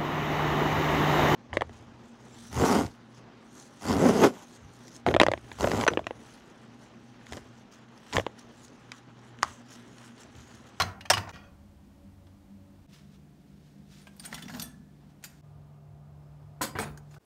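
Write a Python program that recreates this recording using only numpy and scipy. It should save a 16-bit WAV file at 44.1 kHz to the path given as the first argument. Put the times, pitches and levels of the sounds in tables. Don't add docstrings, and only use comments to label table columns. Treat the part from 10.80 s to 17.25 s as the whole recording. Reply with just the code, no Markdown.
import sys
import numpy as np
from scipy import signal
from scipy.fft import rfft, irfft
from scipy.io import wavfile
from scipy.ndimage import uniform_filter1d

SR = 44100
rng = np.random.default_rng(int(sys.argv[2]) if len(sys.argv) > 2 else 0)


def rack_gain(trim_db):
    fader = np.asarray(trim_db, float)
    return 10 ** (fader / 20)


def to_wav(s):
    ch = np.atleast_2d(s).T
    pcm = np.round(np.clip(ch, -1, 1) * 32767)
    wavfile.write(sys.argv[1], SR, pcm.astype(np.int16))


N = 284445

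CUTS = [0, .518, 2.066, 4.613, 6.386, 7]
# mode_hz, level_db, t60_s
CUTLERY = [(4600, -17, 0.14), (5787, -1, 0.11), (6800, 23, 0.1), (6960, 8, 0.17), (8050, -16, 0.13),
           (8800, 17, 0.087), (9970, -3, 0.13), (10780, -9, .15), (11150, -6, .12), (11986, 11, .15),
           (12750, 2, .08), (13700, -10, .1), (14300, -4, .12), (15230, -6, .13)]


def shape(hz, table):
    f, v = np.transpose(table)
    return np.interp(np.log(np.maximum(hz, 1)), np.log(f), v)


def colour(x, table):
    hz = np.arange(len(x) // 2 + 1) * SR / len(x)
    y = irfft(rfft(x) * rack_gain(shape(hz, table)), len(x))
    return y / np.std(y)


def split(x):
    low_hz, high_hz = 1500, 6000
    low = signal.sosfilt(signal.butter(4, low_hz, fs=SR, output="sos"), x)
    mid = signal.sosfilt(signal.butter(4, [low_hz, high_hz], "band", fs=SR, output="sos"), x)
    high = signal.sosfilt(signal.butter(4, high_hz, "high", fs=SR, output="sos"), x)
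    return low, mid, high


def crest(x):
    return np.sqrt(uniform_filter1d(x ** 2, size=256).max())


def decay(t, t60):
    return 1000. ** (-t / t60)


def walk(rate, count=N):
    hold = max(int(SR / rate), 1)
    levels = np.repeat(rng.standard_normal(count // hold + 1), hold)
    return 1.2 * uniform_filter1d(levels, hold)[:count]


def add(out, s, x):
    i = max(int(s * SR), 0)
    out[i:i + len(x)] += x[:len(out) - i]


def swells(rows):
    t, out = np.arange(N) / SR, 0
    for s, db, rise, fall in rows:
        cut = CUTS[np.searchsorted(CUTS, s)]
        lapse = np.where(t < s, (s - t) / max(rise, .004), (t - s) / max(fall, .004))
        out = out + (t < cut) * rack_gain(db - 20 * lapse)
    return out


def room_tone(place, count):
    # band_hz, level_db_per_hz
    air = [
        [(25, -12), (80, -4), (124, -18.5), (275, -10.5), (377, -24.5), (742, -24), (1500, -33), (16400, -48)],
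        [(25, -27), (70, -4.5), (111, -15), (150, -6.5), (200, -7), (432, -21.5), (1180, -32.5), (16400, -50)],
        [(30, -34), (65, -13.5), (170, -17.5), (450, -27.5), (684, -24), (1970, -42), (5240, -50), (16400, -57)],
        [(35, -41.5), (60, -3.5), (349, -3), (2620, -20.5), (13900, -30), (16400, -30)],
    ]
    air_db = [-57.5, -56.5, -59, -66.5]
    hum_db = [-66.5, -57.5, -50, -93]
    # band_hz, level_db, width_hz
    drone = [
        [(68.4, -66.5, 12), (93.4, -59.5, 9.8), (198.8, -59, 22), (285, -67, 20), (345, -74.5, 1.8),
         (567, -72.5, 16)],
        [(78, -78, 7.6), (198.4, -59, 7.23), (284, -68.5, 9.6), (700, -78.5, 27)],
        [(62, -65, 5.85), (78, -60.5, 13.9), (104, -59.5, 11), (212, -69.5, 9.2), (392, -74, 25),
         (694, -71.5, 25), (1210, -77.5, 25)],
        [],
    ]
    hum_hz = 146.8
    turn = 2j * np.pi * np.arange(count) / SR
    noise = colour(rng.standard_normal(N), air[place])[:count]
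    out = rack_gain(air_db[place] + .4 * walk(4, count=count)) * noise
    hum_level = rack_gain(hum_db[place] + 0.55 * walk(4.1, count=count))
    out += np.sqrt(2) * hum_level * np.exp(hum_hz * turn).real
    for hz, db, width in drone[place]:
        rate = max(width, 8)
        sway = walk(rate, count=count) + 1j * walk(rate, count=count)
        out += rack_gain(db) * (sway * np.exp(hz * turn)).real
    return out


def room_tail():
    # band_hz, t60_s
    room_t60 = [(100, 0.93), (1000, 0.55), (4000, 0.23), (9000, .28), (11000, 0.12), (16000, 0.062)]
    f, t, z = signal.stft(rng.standard_normal(SR), SR, nperseg=256)
    tail = signal.istft(z * decay(t, shape(f, room_t60)[:, None]), SR, nperseg=256)[1]
    tail = tail * (1 - np.exp(-np.arange(len(tail)) / SR / 0.017))
    return tail / np.sqrt(np.sum(tail ** 2))


def board_thuds():
    # start_s, level_db, pitch_hz
    boards = [(0.002, -27, 93), (0.04, -31, 101), (0.302, -26, 103.2), (0.37, -27.5, 99.8),
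              (0.449, -56.5, 103), (0.499, -37.5, 79.1), (0.534, -48.5, 109), (3.611, -39, 190),
              (3.758, -42, 166), (3.821, -43, 66.6), (3.948, -58, 193), (5.809, -32.5, 212),
              (5.859, -40, 132), (5.95, -33.5, 95), (5.983, -29.5, 216.2), (6.05, -34.5, 150),
              (6.09, -38.5, 62)]
    out, t = np.zeros(N), np.arange(SR // 2) / SR
    for s, db, hz in boards:
        fade = (1 - np.exp(-t / 0.01)) * decay(t, 0.24)
        dull = colour(rng.standard_normal(len(t)), [(30, -30), (hz, 0), (400, -10), (900, -40)])
        pair = np.sin(2 * np.pi * hz * t) + 0.14 * np.sin(2 * np.pi * 1.2 * hz * t)
        add(out, s, rack_gain(db) * fade * (pair + 0.51 * dull))
    return out


def rubs():
    # band_hz, level_db_per_hz
    friction = [(180, -43), (300, 7.5), (496, -16.5), (670, 6.5), (2020, -11), (3510, -9), (8660, -24),
                (16400, -33)]
    # peak_s, level_db, rise_s per 20 dB, fall_s
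    # per 20 dB
    slides = [
        (.05, -51, -0.13, 0.2),
        (.41, -52, -1.5, -0.5),
        (.535, -57, 0.2, 0.33),
        (4.2, -63.5, 0.05, 0.5),
    ]
    sleeve = [
        (2.14, -44.5, 0.067, 0.13),
        (2.344, -51.5, 0.058, 0.044),
        (2.85, -58, 0.44, 0.61),
        (3.125, -46.5, 0.05, 0.14),
        (4.305, -59, .02, .03),
    ]
    grip = [
        (3.2, -57.5, 0.082, 0.15),
        (3.45, -47, 0.11, .12),
        (3.53, -46, .04, 0.26),
        (3.70, -54, 0.021, 0.31),
        (3.81, -45.5, 0.11, 0.08),
        (4.5, -57, 0.028, 0.21),
        (6.345, -56, 0.15, 0.096),
    ]
    shaking = [
        (3.79, -42.5, 0.48, 0.078),
        (4.02, -50.5, 0.43, 0.079),
        (4.53, -84, 0.073, .22),
    ]
    grain = colour(rng.standard_normal(N), friction) * rack_gain(1.5 * walk(400) + walk(40))
    low, mid, high = (part / np.std(part) for part in split(grain))
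    out = 0
    for rows, low_db, high_db in ((slides, 9.5, -27.5), (sleeve, -15, -5), (grip, -0.5, 3)):
        out = out + swells(rows) * rack_gain(-15.0) * (mid + rack_gain(low_db) * low + rack_gain(high_db) * high)
    rumble = colour(rng.standard_normal(N), [(100, -11), (170, 2.0), (250, 4.5), (400, -64.0), (800, -98)])
    return out + swells(shaking) * rack_gain(1.8 * walk(25)) * rumble


def shiver():
    # peak_s, level_db, rise_s per 20 dB, fall_s per 20 dB
    jingle = [(3.367, -52, .004, .015), (3.585, -57, .01, .04), (3.725, -56, .02, .04),
              (3.76, -54, .02, .04), (3.785, -56, .02, .02), (4.443, -50, .004, .04),
              (5.815, -48, .005, .04), (5.975, -62, .02, .02)]
    # band_hz, level_db_per_hz
    grain_colour = [(5000, -30), (8000, 2), (11000, 7), (15500, 7), (16400, -10)]
    # peak_s, level_db, rise_s per 20 dB, fall_s per 20 dB
    whine = [(5.45, -85, .3, .4), (5.68, -87, .2, .2)]
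    whine_hz = 5150
    grains = colour(rng.standard_normal(N) * rack_gain(3.5 * walk(900)), grain_colour)
    squeak = np.sin(2 * np.pi * whine_hz * np.arange(N) / SR + 1.5 * walk(40))
    return swells(jingle) * rack_gain(-7) * grains + swells(whine) * squeak


def pings():
    # start_s, level_db, mode_hz, t60_s
    touches = [(.302, -15, 5400, 0.053), (0.337, -36, 2950, .06), (.493, -50, 3860, .03),
               (.493, -52, 6500, 0.026), (.312, -18, 850, 0.024), (.0205, -21, 4070, 0.022),
               (3.528, -23.5, 1940, 0.014), (3.6, -51, 2000, .1), (5.988, -25, 2065, 0.022),
               (3.19, -65, 4400, 0.23), (3.215, -62, 9500, 0.21), (3.2, -64, 2040, 0.16),
               (3.27, -65, 2560, .04), (3.3655, -56, 8500, 0.017), (3.3655, -57, 11600, 0.011),
               (3.397, -44, 4600, .04), (3.404, -50, 1630, 0.038), (3.423, -62, 3300, .04),
               (3.441, -46, 4200, .04), (3.466, -55, 11900, .04), (3.513, -58, 8300, .05),
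               (3.579, -51, 4360, .04), (3.581, -54, 8800, 0.054), (3.6217, -45, 9500, 0.027),
               (3.628, -68, 12500, .08), (3.651, -67.5, 15500, 0.14), (3.656, -49, 5700, .04),
               (3.683, -40.5, 2030, .04), (3.683, -43.5, 5700, .03), (3.7225, -51, 6800, .05),
               (3.722, -48, 4300, .04), (3.72, -60, 12550, .05), (3.739, -57, 13500, .05),
               (3.745, -58, 10970, .05), (3.7645, -52, 15200, .06), (3.766, -48, 14400, .04),
               (3.771, -57, 13200, .05), (3.803, -47, 12500, 0.049), (3.82, -50, 15300, .15),
               (4.428, -64, 8800, 0.058), (4.427, -63, 9900, 0.047), (4.428, -64.5, 6400, .04),
               (4.441, -48, 15300, .06), (4.445, -54, 8800, 0.051), (5.82, -39, 15000, 0.089),
               (5.836, -39, 6900, .06), (5.833, -39, 9800, 0.055), (5.842, -47, 4470, .04),
               (5.991, -49, 12800, .05), (6.002, -56, 15000, .04), (6.006, -49, 13840, .06),
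               (6.04, -52, 3650, 0.23), (6.177, -51, 6440, 0.033), (6.31, -58, 6980, .06)]
    out, t = np.zeros(N), np.arange(SR // 8) / SR
    for s, db, hz, t60 in touches:
        wave = np.sin(2 * np.pi * hz * t + 1.2 * walk(300, count=len(t)))
        onset = 1 - np.exp(-t / 0.00039)
        add(out, s, rack_gain(db) * onset * wave * decay(t, np.clip(t60, .01, .2)))
    return out


def rings():
    # start_s, level_db, free_s until damped
    struck = [(.004, -25, .2), (.301, -14.5, 0.23), (.303, -15.5, 0.009), (.335, -19, .17),
              (0.522, -50.5, 0.17), (.636, -61.5, 0.12), (3.27, -60, 0.17), (3.396, -50, .1),
              (3.453, -50.5, .1), (3.53, -46, .065), (3.544, -35, .1), (3.623, -44, .1), (3.796, -40.5, .4),
              (3.819, -44, 0.5), (4.44, -54, 0.19), (5.817, -34, 0.3), (5.989, -37.5, 0.052),
              (6.003, -38.5, 0.27)]
    # mode_hz, level_db, t60_s
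    rims = [
        [(700, -1.5, 0.17), (1072, 2, .1), (3270, -5, 0.078), (5400, -6, 0.045), (5954, -13, 0.055),
         (4200, -1, 0.097), (4300, -17.5, 0.15), (6400, -14.5, 0.082)],
        [(750, -1.5, 0.084), (1647, 1, 0.05), (1965, -10.5, 0.02), (3180, -13, 0.11), (3500, -10.5, 0.079),
         (3940, -12.5, 0.039), (4600, -12.5, 0.029), (5400, -0.5, 0.05), (6250, -12.5, 0.018),
         (8300, -9, 0.057)],
        [(635, 2.5, 0.25)],
        [(1107.5, -6, 0.085), (2950, 0, 0.05), (4255, -15.5, 0.07), (4940, -17, 0.2), (9000, -18, 0.066)],
    ]
    settling = [(1405, -2, 0.47), (1900, -2.5, 0.4), (2440, -4, 0.36), (2900, -7, 0.33), (3138, -10, .35),
                (3300, -10, 0.61), (4500, -14, 0.55), (4969, -16, .28), (5400, -23, 0.38),
                (5954, -11, 0.23), (6428, -14, .35), (6800, -14, 0.18), (8600, -22, .2)]
    resettling = [(1430, 1, 0.44), (2500, -1, .25), (3100, -8, 0.3), (4470, -15, .2), (5954, -12, .15),
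                  (6428, -13, 0.17)]
    spoons = [
        [(1604, 9, 0.14), (8500, -8, .15)],
        [(8660, 6.5, 0.086), (9170, 14.5, 0.03), (13540, -9, 0.033), (14720, -1, 0.055)],
        [(6900, -18, 0.24), (8500, 4, 0.11), (9000, 12, 0.086), (11900, 4, 0.1), (14810, -3, 0.11)],
        [(2020, -3, 0.51), (1150, -20, 0.21)],
        [(3300, -15, 0.037), (5700, 1, 0.03), (9300, -8, 0.053)],
        [(1320, -7, .12), (3000, 6, 0.044)],
        [(3580, 2.5, 0.054), (5900, 2, 0.1), (6800, 9, 0.03), (12400, -3, 0.03), (4700, 7, .04)],
        [(692, -4, 0.18), (1730, -16, 0.87), (3470, -7, 0.25), (5905, -12, 0.33), (5787, -2, .13),
         (6500, -5, 0.22), (8180, 5.5, 0.11), (8270, -3, 0.23), (9050, 2, 0.16), (10000, -3, 0.23),
         (12500, 2, 0.15), (13300, -10, 0.19)],
    ]
    forks = [
        [(4600, 4.5, 0.13), (6630, -7, 0.3), (7400, -17, .08), (9900, 0.5, .15), (11960, 0, 0.21),
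         (12750, 8.5, 0.077)],
        [(4900, -17, 0.5), (7000, 3, 0.099), (8000, -1, 0.17), (8300, -8, 0.17), (8430, -17, 0.18),
         (10050, -7, 0.18), (12500, -6, 0.13)],
        [(8190, 0, 0.42)],
        [(9975, -7, 0.18), (10700, -9, 0.25), (13900, -14, 0.11)],
    ]
    out, t = np.zeros(N), np.arange(SR // 2) / SR
    for (s, ring_db, free_s), modes in zip(struck, rims + [settling, resettling] + spoons + forks):
        held = (1 - np.exp(-t / 0.0025)) * np.exp(-np.maximum(t - free_s, 0) / 0.00086)
        for hz, db, t60 in modes:
            flutter = rack_gain(3.6 * walk(160, count=len(t)))
            phase = 2 * np.pi * (hz * t + rng.random()) + .7 * walk(130, count=len(t))
            wave = np.sin(phase) * decay(t, np.clip(t60, .015, 1.5))
            add(out, s, rack_gain(ring_db + db) * held * flutter * wave)
    return out


def hits(rows, crack, treble, modes, bright_ring, ring_db, hold_t60, body_t60, body_db, bump_db, rise_s, tick):
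    base_db, octave_db, strength_db, top_t60 = treble
    middling_db, middling_hz = -45, 3000
    sheen_hz = 9500
    lead = 256
    out, t = np.zeros(N), np.arange(SR // 3) / SR
    hz = np.arange(len(t) // 2 + 1) * SR / len(t)
    sheen = np.clip((hz - sheen_hz) / 500, 0, 1)
    spent = 1 - decay(np.maximum(t - lead / SR, 0), max(top_t60, .01))
    bells = np.array([rack_gain(db) * np.sin(2 * np.pi * f * t) * decay(t, max(t60, .02)) * decay(t, max(hold_t60, .02))
                      for f, db, t60 in modes])[:, :8192]
    for s, peak_db, low_db, chatter, bump_hz in rows:
        high_db = base_db + octave_db * np.log2(bump_hz / middling_hz) + strength_db * (peak_db - middling_db)

        fade = (1 - np.exp(-t / rise_s)) * (decay(t, max(chatter, .004)) + tick * np.exp(-t / 0.0057))
        force = fade * rack_gain(2.5 * walk(600, count=len(t))) * rng.standard_normal(len(t))

        place, weight = rng.random((2, 70))
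        crowd_hz = 300 + 15700 * place ** 1.7
        crowd = weight ** 2 @ np.sin(2 * np.pi * np.outer(crowd_hz, t[:2048]))
        crowd = crowd * decay(t[:len(crowd)], min(body_t60, 2 * chatter))
        body = signal.fftconvolve(force, crowd)[:len(t)]
        raw = force / np.std(force) + rack_gain(body_db) * body / np.std(body)

        bump = bump_db * np.exp(-(np.log((hz + 1) / bump_hz) / 0.23) ** 2)
        tinted = rfft(np.roll(raw, lead)) * rack_gain(shape(hz, crack) + bump)
        contact = irfft(tinted, len(t)) - spent * irfft(tinted * sheen, len(t))
        low, mid, high = split(contact)

        stirred = rack_gain(3.5 * rng.standard_normal(len(modes))) @ bells
        ring = signal.fftconvolve(force[:4096], stirred)
        level_db = peak_db + ring_db + (high_db if bright_ring else 0)
        add(out, s, rack_gain(level_db) * ring / crest(ring))
        for part, part_db in zip((low, mid, high), (low_db, 0, high_db)):
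            add(out, s - .001, rack_gain(peak_db + part_db) * part[lead:] / crest(part))
    return out


def plate_blows():
    # start_s, level_db, low_db, chatter_t60_s, colour_hz
    plates = [(.001, -26.5, 2.5, 0.05, 3300), (.0074, -27.5, -5.5, 0.031, 820),
              (.0194, -28, -7.5, 0.061, 4200), (.0342, -45, 8, 0.017, 750), (.2088, -43.5, -25, 0.04, 3000),
              (.2540, -43.5, -3, 0.056, 2570), (.3011, -19.5, -12, 0.061, 5400),
              (.3040, -33.5, 11, 0.07, 637), (.3125, -31, 2, 0.025, 870), (.3345, -27.5, -11.5, 0.12, 2950),
              (.3715, -34.5, 3.5, 0.057, 900), (.3790, -32.5, -8, 0.038, 2600),
              (.4738, -54.5, 12.5, 0.17, 900), (.4918, -48, 2, 0.074, 6500), (.5357, -54, 2, 0.091, 2600),
              (.5592, -54, 2.5, 0.09, 4950), (1.4696, -65, -0.5, 0.021, 3500)]
    # band_hz, level_db_per_hz
    ceramic_crack = [(120, -40.5), (500, -12), (680, 0), (3000, -8), (5400, -14), (8800, -21), (10500, -20),
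                     (16400, -29.5)]
    # mode_hz, level_db, t60_s
    stack = [(686, -3.5, 0.28), (1116, -5, 0.16), (1381, -5.5, 0.18), (1954, -1.5, 0.096),
             (2572, -6.5, 0.18), (2950, -6, 0.1), (3340, -12, 0.12), (4140, -6.5, .1), (4680, -8, 0.18),
             (5150, -10, 0.11), (5648, -7.5, .12), (6270, -12.5, .18), (6450, -16, .25), (8605, -18, 0.17)]
    return hits(plates, ceramic_crack, (-15, 4.5, 0.2836, 0.5), stack, bright_ring=False, ring_db=-15,
                hold_t60=1.8, body_t60=0.044, body_db=-7, bump_db=6, rise_s=0.00043, tick=0.95)


def lift_blows():
    # start_s, level_db, low_db, chatter_t60_s, colour_hz
    lift = [(3.2697, -51.5, -2, 0.056, 2630), (3.3657, -66, -20, 0.02, 10000),
            (3.3974, -48.5, -20, 0.026, 4600), (3.4380, -53.5, -10, 0.13, 2900),
            (3.4450, -56, -3, 0.045, 5000), (3.4522, -44.5, -33, 0.13, 9000), (3.4797, -63, 9.5, 0.13, 796),
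            (3.5151, -56, -4, 0.09, 2400), (3.5274, -44, -0.5, 0.024, 1200),
            (3.5441, -40.5, -8, 0.051, 3300), (3.5793, -46, -11, 0.093, 1750),
            (3.6231, -44, -35, 0.077, 3160), (3.6550, -57, 2, 0.022, 2500), (3.6820, -48.5, -5, .04, 2800),
            (3.6970, -46, -2, 0.086, 1730), (3.7371, -48.5, 1.5, 0.21, 850), (3.7480, -44, -10, 0.07, 1700),
            (3.7689, -55, 5.5, 0.13, 14500), (3.7973, -40, -15, 0.031, 5900),
            (3.8181, -41, -33, 0.056, 4000), (4.4267, -60.5, -4, 0.11, 8660),
            (4.4400, -43, -16, 0.076, 7400)]
    # band_hz, level_db_per_hz
    steel_crack = [(180, -45), (300, 0), (471, 4), (693, 8.5), (2200, -5.5), (5900, -8), (15300, -4),
                   (16400, -18.5)]
    return hits(lift, steel_crack, (-10.5, 4.5, 0.65, 1.8), CUTLERY, bright_ring=True, ring_db=-5.5,
                hold_t60=0.1, body_t60=0.11, body_db=-8.0, bump_db=8.5, rise_s=0.00045, tick=0.98)


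def landing_blows():
    # start_s, level_db, low_db, chatter_t60_s, colour_hz
    landing = [(5.811, -40.5, 9, 0.054, 910), (5.8152, -39.5, 10, 0.2, 7010),
               (5.8240, -37.5, -16, 0.2, 4700), (5.9530, -42, 7, 0.12, 800),
               (5.9697, -44, -12.5, 0.22, 1210), (5.9872, -32.5, 1.5, 0.046, 2020),
               (5.9960, -37, 3.5, 0.19, 3000), (6.0214, -42, 2, 0.22, 2500), (6.0689, -53.5, 5, 0.11, 1050),
               (6.1741, -53.5, -4.5, 0.058, 6530), (6.3111, -65.5, -17, 0.09, 6280),
               (6.3405, -59, 4, 0.054, 5320), (6.3644, -64, 11, 0.043, 790)]
    # band_hz, level_db_per_hz
    basket_crack = [(120, 3.5), (200, 0.5), (958, 10.5), (4500, -14.5), (6050, -27), (8120, -27.5),
                    (14900, -30), (16400, -29)]
    return hits(landing, basket_crack, (-7, 9.5, 0.35, 2.1), CUTLERY, bright_ring=True, ring_db=-11,
                hold_t60=.4, body_t60=0.055, body_db=-4.5, bump_db=1.5, rise_s=0.00098, tick=0.45)


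def shots(dry, ringing):
    wet_db = [-17, -9, -14, -20.5, -12]
    wet_top_hz = [9510, 9000, 16300, 14000, 14150]
    fade_s = .027
    ring_wet_db = -12.5
    tail, out = room_tail(), []
    edges = np.minimum((np.array(CUTS) * SR).astype(int), N)
    direct, sent = dry + ringing, dry + rack_gain(ring_wet_db) * ringing
    for k, (start, end) in enumerate(zip(edges, edges[1:])):
        count = end - start
        wet = rack_gain(wet_db[k]) * signal.fftconvolve(sent[start:end], tail)[:count]
        wet = signal.sosfilt(signal.butter(12, wet_top_hz[k], fs=SR, output="sos"), wet)
        air = room_tone(max(k - 1, 0), count)
        fade_in = np.clip(np.arange(count) / SR / fade_s, 0, 1) if k else 1
        stop = np.minimum(np.arange(count, 0, -1) / SR / fade_s * 10, 1)
        out.append(fade_in * stop * (direct[start:end] + wet + air))
    return np.concatenate(out)


def scene():
    dry = board_thuds() + rubs() + plate_blows() + lift_blows() + landing_blows()
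    ringing = shiver() + pings() + rings()
    return shots(dry, ringing)[None]


def top_cut(x):
    return signal.sosfilt(signal.butter(12, 16510, fs=SR, output="sos"), x)


def record(dry):
    top_hz = 15750
    dip_hz, dip_width_hz, dip_db = 10410, 350, -5
    phone = signal.sosfilt(signal.butter(2, 35, "high", fs=SR, output="sos"), dry)
    phone = signal.sosfilt(signal.ellip(10, .5, 24, top_hz, fs=SR, output="sos"), phone)
    hz = np.arange(N // 2 + 1) * SR / N
    dip = dip_db * np.exp(-((hz - dip_hz) / dip_width_hz) ** 2)
    phone = irfft(rfft(phone) * rack_gain(dip), N)
    return top_cut(phone)


dry = scene()
out = record(dry)
to_wav(out)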